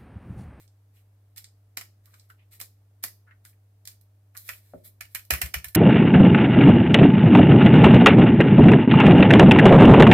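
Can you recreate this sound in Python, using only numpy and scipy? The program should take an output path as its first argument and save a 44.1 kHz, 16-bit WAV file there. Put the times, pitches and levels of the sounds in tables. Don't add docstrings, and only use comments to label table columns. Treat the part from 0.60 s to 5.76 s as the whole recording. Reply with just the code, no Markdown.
import sys
import numpy as np
from scipy import signal
from scipy.fft import rfft, irfft
from scipy.io import wavfile

SR = 44100
rng = np.random.default_rng(int(sys.argv[2]) if len(sys.argv) > 2 else 0)


def wrap_up_sound(samples):
    columns = np.atleast_2d(samples).T
    tamed = np.clip(columns, -1, 1)
    steps = np.round(tamed * 32767).astype(np.int16)
    wavfile.write(sys.argv[1], SR, steps)


N = 227538
TIME = np.arange(N) / SR

# [time_s, clack_db, bowl_ring_db, tick_db, left_minus_right_db]
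WIRE_TOUCHES = [(0.078, -62, -13, -14, -9), (0.762, -56, -10, 3, -2), (0.774, -48, -19, -2, -15),
                (0.779, -43.5, -7.5, 3, -4), (0.8428, -45, -11.5, -9, -3), (1.172, -31.5, -1.5, -1, -2.5),
                (1.211, -45.5, 3.5, 2, -3), (1.457, -61.5, -7, 5, -12), (1.541, -56.5, -3, -9, -2),
                (1.597, -54.5, -28, -11, -2), (1.7017, -60, 1, 1.5, 2), (2.001, -48.5, 4, 10.5, -24),
                (2.013, -38, -15, 2.5, -1), (2.438, -31, -3.5, 5, -5.5), (2.851, -51, -7, -0.5, -0.5),
                (3.254, -48, -13, 0, -2), (3.274, -39.5, -9.5, 0.5, -3.5), (3.412, -66, -12, 8, -19),
                (3.7505, -62, 7.5, -3, 1), (3.768, -45, -13, 0.5, -18), (3.774, -44, -15, 7, -2),
                (4.557, -42, 6.5, -6, -14.5), (4.651, -60.5, -9, 7, 4), (4.737, -33.5, 8, 8, -3),
                (4.859, -46, -19, 5, 5), (5.084, -49.5, -20, 9, -14)]
# [time_s, strength_db, brightness_db, weight_on_bowl_db]
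RIM_TAPS = [(3.8902, -37, -3, -31), (4.409, -40.5, -2.5, -31), (4.549, -34, 2, -31.5),
            (4.7057, -24.5, -1.5, 0), (4.816, -28, -0.5, -4), (4.941, -30.5, -2, -6),
            (5.044, -38.5, 1, -19.5), (5.1493, -25, 2.5, -6.5)]
# [centre_hz, width_hz, level_db]
BOWL_RESONANCES = [(694, 120, -14.5), (1051, 90, -13), (1298, 160, -8), (1797, 266, -2), (2293, 286, -0.5),
                   (2930, 280, -6)]
# [centre_hz, width_hz, level_db]
CLACK_RESONANCES = [(3390, 530, -3.5), (4147, 474, -1), (4800, 690, -1.5), (5960, 2170, -4),
                    (7100, 1090, 0), (8510, 800, 0)]
# [centre_hz, width_hz, level_db]
TICK_RESONANCES = [(9380, 530, -5.5), (10500, 540, -3.5), (11100, 580, -1), (12320, 980, 0.5),
                   (13970, 1140, -2), (15090, 610, -4)]
LANDING_S = 4.136
THUD_GROWTH = 2.5


def from_db(db):
    return 10 ** (np.asarray(db) / 20)


def rms_one(x):
    return x / np.sqrt(np.mean(x ** 2) + 1e-20)


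def at_hz(points, hz):
    f, value = np.transpose(points)
    return np.interp(np.log(np.maximum(hz, 1)), np.log(f), value)


def add(out, s, sound):
    start = max(round(s * SR), 0)
    out[..., start:start + sound.shape[-1]] += sound[..., :max(N - start, 0)]


def resonate(x, modes):
    out = 0
    for k, (hz, width, db) in enumerate(modes):
        r = np.exp(-np.pi * width / SR)
        poles = [1, -2 * r * np.cos(2 * np.pi * hz / SR), r * r]
        zeros = np.array([1, 0, -1]) * (1 - r * r) / 2
        out = out + (-1) ** k * from_db(db) * signal.lfilter(zeros, poles, x)
    return out


def strike(modes, count):
    t = np.arange(count) / SR
    return t, sum(from_db(db - 60 * t / t60) * np.sin(2 * np.pi * hz * t) for hz, db, t60 in modes)


def two_ports(shared, own, likeness, lag=0):
    likeness = np.clip(likeness, 0, 1)
    n = np.arange(len(shared))
    late_left = np.interp(n - round(lag), n, shared, left=0)
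    return np.sqrt(likeness) * np.stack([late_left, shared]) + np.sqrt(1 - likeness) * own


def panned(pan_db):
    return rms_one(from_db(np.array([[pan_db], [-pan_db]]) / 2))


def swell(start, length, peak_share):
    return np.interp((TIME - start) / length, [0, np.clip(peak_share, 0, 1), 1], [0, 1, 0])


def grains(per_s, spread_db):
    sizes = from_db(spread_db * np.minimum(rng.exponential(1, (3, N)), 4))
    sizes = sizes * rng.choice([-1, 1], (3, N))
    train = sizes * (rng.random((3, N)) < per_s / SR) + 1e-18
    return two_ports(train[0], train[1:], likeness=0.2, lag=4)


def even(x, share):
    spectrum = rfft(x)
    return irfft(spectrum / (np.abs(spectrum) + 1e-9) ** np.clip(share, 0, 1), x.shape[-1])


def background():
    # [pitch_hz, rms_db]
    hum_partials = [(50, -90.5), (100, -58), (295, -84.5), (344, -100.5), (442, -88.5), (617, -89)]
    # [frequency_hz, relative_db_per_hz]
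    air_spectrum = [(25, -14), (50, 2.5), (90, -1), (160, -5.5), (300, -10), (720, -11), (900, -15),
                    (1900, -20), (3000, -24.5), (7000, -26.5), (15000, -23), (16000, -35.5)]
    air_db = -72
    hum = 0
    for hz, db in hum_partials:
        hum = hum + from_db(db) * np.sqrt(2) * np.sin(2 * np.pi * (hz * TIME + rng.random()))
    hz = np.fft.rfftfreq(N, 1 / SR)
    white = rfft(rng.standard_normal((3, N)))
    alike = np.clip(at_hz([(130, 1.0), (640, 0.54), (1400, 0.023)], hz), 0, 1)
    stereo = np.sqrt(alike) * white[0] + np.sqrt(1 - alike) * white[1:]
    air = irfft(stereo * from_db(at_hz(air_spectrum, hz)), N)
    return hum + from_db(air_db) * rms_one(air)


def kitchen(x, wet_db=-3.5, first_echo_s=0.0032, near_db=9.0, near_s=0.02, pan_db=-0.5):
    # [frequency_hz, t60_s]
    room_t60 = [(150, 0.85), (700, 0.2129), (2000, 0.1977), (6000, 0.3249), (11000, 0.1944), (16000, 0.31)]
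    # [frequency_hz, relative_level_db]
    room_colour = [(60, -17.5), (200, -0.5), (700, 4), (2000, -1.5), (6000, -3), (11000, -1), (16000, -2)]
    t, response = np.arange(SR // 2) / SR, 0
    edges = np.geomspace(60, 18000, 13)
    white = rng.standard_normal((2, 2, 2, len(t)))
    for k, band in enumerate(zip(edges, edges[1:])):
        hz = np.sqrt(band[0] * band[1])
        band_filter = signal.butter(2, band, "band", fs=SR, output="sos")
        noise = signal.sosfilt(band_filter, white[k % 2])
        response = response + noise * from_db(at_hz(room_colour, hz) - 60 * t / at_hz(room_t60, hz))
    build_up = 1 - np.exp(-(t / first_echo_s) ** 2)
    early_boost = 1 + from_db(near_db) * np.exp(-t / near_s)
    response = response * build_up * early_boost
    response = response / np.sqrt(np.sum(response ** 2) / 2)
    echoes = signal.fftconvolve(x[None], response, axes=2).sum(axis=1)[:, :N]
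    return from_db(wet_db) * panned(pan_db) * echoes


def rocking(build_s=0.024, delay_s=0.0048, landing_db=-56.0, tap_db=-25.5, pan_db=3.5):
    # [pitch_hz, relative_level_db, t60_s]
    rock_modes = [(68.3, 0, 0.12), (127, -15.5, 0.12), (166, -21, 0.17)]
    out = np.zeros(N)
    t, wobble = strike(rock_modes, count=SR // 2)
    wobble = wobble * (1 - np.exp(-(t / build_s) ** 3))
    wobble = wobble / np.abs(wobble).max()
    blows = [(LANDING_S, landing_db)] + [(s, tap_db + weight) for s, *_, weight in RIM_TAPS]
    for s, db in blows:
        add(out, s + delay_s, from_db(db) * wobble)
    return out * panned(pan_db)


def knocks(rise_s=0.0019, landing_db=-31, tap_db=-41, pan_db=2.0):
    # [pitch_hz, relative_level_db, t60_s]
    knock_modes = [(167.92, -15, 0.124), (249, -10, 0.072), (384, -10, 0.064), (552, -6.5, 0.028),
                   (607, 3, 0.025), (686, -30, 0.027), (1320, -0.5, 0.0072)]
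    out = np.zeros(N)
    t, ring = strike(knock_modes, count=SR // 3)
    soft_ring = ring * (1 - np.exp(-t / rise_s))
    blows = [(LANDING_S, landing_db)]
    blows += [(s, tap_db + THUD_GROWTH * weight) for s, *_, weight in RIM_TAPS]
    for s, db in blows:
        add(out, s, from_db(db) * soft_ring)
    return out * panned(pan_db)


def shoves(push_s=0.0002, late_s=0.00093, wire_db=-7.5, wire_from_db=-38.5, tap_db=-27.5, pan_db=-4.5):
    # [centre_hz, width_hz, level_db]
    base_resonances = [(609, 64, -10.5), (1150, 250, 15)]
    out, t = np.zeros(N), np.arange(SR // 100) / SR
    by_wire = [(s, db + wire_db) for s, db, *_ in WIRE_TOUCHES if db > wire_from_db]
    by_tap = [(s, tap_db + THUD_GROWTH * weight) for s, *_, weight in RIM_TAPS]
    pulse = t / push_s * np.exp(1 - t / push_s)
    for s, db in by_wire + by_tap:
        add(out, s + late_s, -from_db(db) * pulse)
    return (out + resonate(out + 1e-18, base_resonances)) * panned(pan_db)


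def squelches(width_share=0.73, peak_share=0.29):
    # [start_s, length_s, level_db, centre_hz]
    sucks = [(0.359, 0.05, -70, 2480), (1.46, 0.057, -69, 1270), (1.534, 0.024, -57, 1290),
             (1.698, 0.016, -53.5, 1390), (1.775, 0.084, -68.5, 2320), (2.001, 0.009, -46.5, 1870),
             (2.664, 0.055, -59.5, 1400), (2.706, 0.023, -55, 1670), (2.848, 0.016, -56, 1440),
             (2.928, 0.016, -67.5, 1980), (3.746, 0.026, -51, 1390)]
    pops, out = grains(per_s=1300, spread_db=4.5), 0
    for start, length, db, hz in sucks:
        cavity = [(hz, width_share * hz, 0)]
        hollow = resonate(resonate(resonate(pops, cavity), cavity), cavity)
        out = out + from_db(db) * swell(start, length, peak_share) * rms_one(hollow)
    return out


def rubs(level_db=-3.5, pan_db=-0.5, snag_db=10.0, peak_share=0.29, ring_db=-5, tick_db=3.5):
    # [start_s, length_s, relative_level_db, brightness_db]
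    slides = [(-0.03, 0.1, -61.5, -0.5), (0.327, 0.12, -69.5, -1), (0.759, 0.052, -50.5, -1.5),
              (1.429, 0.11, -69.5, -1.5), (1.492, 0.2, -67, -0.5), (1.683, 0.054, -70, 4),
              (1.907, 0.08, -55, -0.5), (1.993, 0.052, -47, -1.5), (2.425, 0.036, -43, 3),
              (2.838, 0.093, -61, 2.5), (3.249, 0.12, -61, 0.5), (3.738, 0.16, -58, 4),
              (3.839, 0.17, -52, 3), (3.953, 0.36, -69.5, 0), (4.236, 0.066, -53.5, 4),
              (4.479, 0.13, -67, 2.5), (4.713, 0.043, -34.5, -2)]
    snags = from_db(snag_db) * grains(per_s=110, spread_db=1.5)
    slips, out = grains(per_s=4700, spread_db=0.0) + snags, 0
    parts = ((BOWL_RESONANCES, ring_db, -1), (CLACK_RESONANCES, 0, 0), (TICK_RESONANCES, tick_db, 1))
    for modes, part_db, tilt in parts:
        pressure = 0
        for start, length, db, bright in slides:
            gain = from_db(db + part_db + tilt * bright)
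            pressure = pressure + gain * swell(start, length, peak_share)
        out = out + pressure * rms_one(resonate(slips, modes))
    return from_db(level_db) * panned(pan_db) * out


def cage(level_db=-17, weight_growth=0.079, uneven_db=4.0, detune=0.0085):
    # [pitch_hz, relative_level_db, t60_s]
    loop_modes = [(1762, 9.5, 0.089), (1910, -14, 0.11), (2070, -0.5, 0.17), (2380, 3.5, 0.12),
                  (2536, 7.5, 0.14)]
    out = np.zeros(N)
    for s, strength, bright, weight in RIM_TAPS:
        loops = [(hz * (1 + detune * rng.normal()), db + uneven_db * rng.normal(), t60)
                 for hz, db, t60 in loop_modes]
        _, ring = strike(loops, count=SR // 2)
        add(out, s, from_db(strength - bright + level_db + weight_growth * weight) * ring)
    return out * panned(0)


def contacts():
    touch_chatter_ms, tap_chatter_ms = 1.38, 2.15
    tap_ring_db, tap_tick_db = 2, 4
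    second_late_s, second_db, second_db_per_weight_db = 0.0022, -4.5, 0.41
    first_pan_db, second_pan_db = -7.0, 2
    for s, db, ring_db, tick_db, pan_db in WIRE_TOUCHES:
        yield s, db + ring_db, db, db + tick_db, touch_chatter_ms, pan_db
    for s, strength, bright, weight in RIM_TAPS:
        second = strength + second_db + second_db_per_weight_db * weight
        wires = ((s, strength, first_pan_db), (s + second_late_s, second, second_pan_db))
        for at, db, pan_db in wires:
            yield at, db + tap_ring_db - bright, db, db + tap_tick_db + bright, tap_chatter_ms, pan_db


def clicks(rise_s=0.0003, linger_s=0.0047, linger_db=-20, evenness=0.95, clack_hz=5410, clack_width_hz=3000):
    out, lead_s = np.zeros((2, N)), 0.0025
    t = np.maximum(np.arange(SR // 20) / SR - lead_s, 0)
    attack = (t > 0) & (t < 0.004)
    rise = 1 - np.exp(-(t / rise_s) ** 2)
    linger = from_db(linger_db) * np.exp(-t / linger_s)
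    for s, bowl_db, clack_db, tick_db, chatter_ms, pan_db in contacts():
        chatter = np.exp(-1000 * t / chatter_ms)
        contact = rise * (chatter + linger)
        noise = even(rng.standard_normal((3, len(t))) * contact, evenness)
        force = two_ports(noise[0], noise[1:], likeness=0.3, lag=4)
        bending = resonate(force, [(clack_hz, clack_width_hz, 0)])
        parts = ((force, BOWL_RESONANCES, bowl_db), (bending, CLACK_RESONANCES, clack_db),
                 (force, TICK_RESONANCES, tick_db))
        for drive, modes, db in parts:
            ring = resonate(drive, modes)
            ring = ring / ring[:, attack].std(axis=1, keepdims=True)
            add(out, s - rise_s - lead_s, from_db(db) * panned(pan_db) * ring)
    return out


def scene():
    whisk = clicks() + cage() + rubs() + squelches() + shoves() + knocks()
    return whisk + kitchen(whisk) + rocking() + background()


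def record(dry):
    low_pass = signal.ellip(10, 0.2, 70, 16200, fs=SR, output="sos")
    return signal.sosfilt(low_pass, dry)


dry = scene()
out = record(dry)
wrap_up_sound(out)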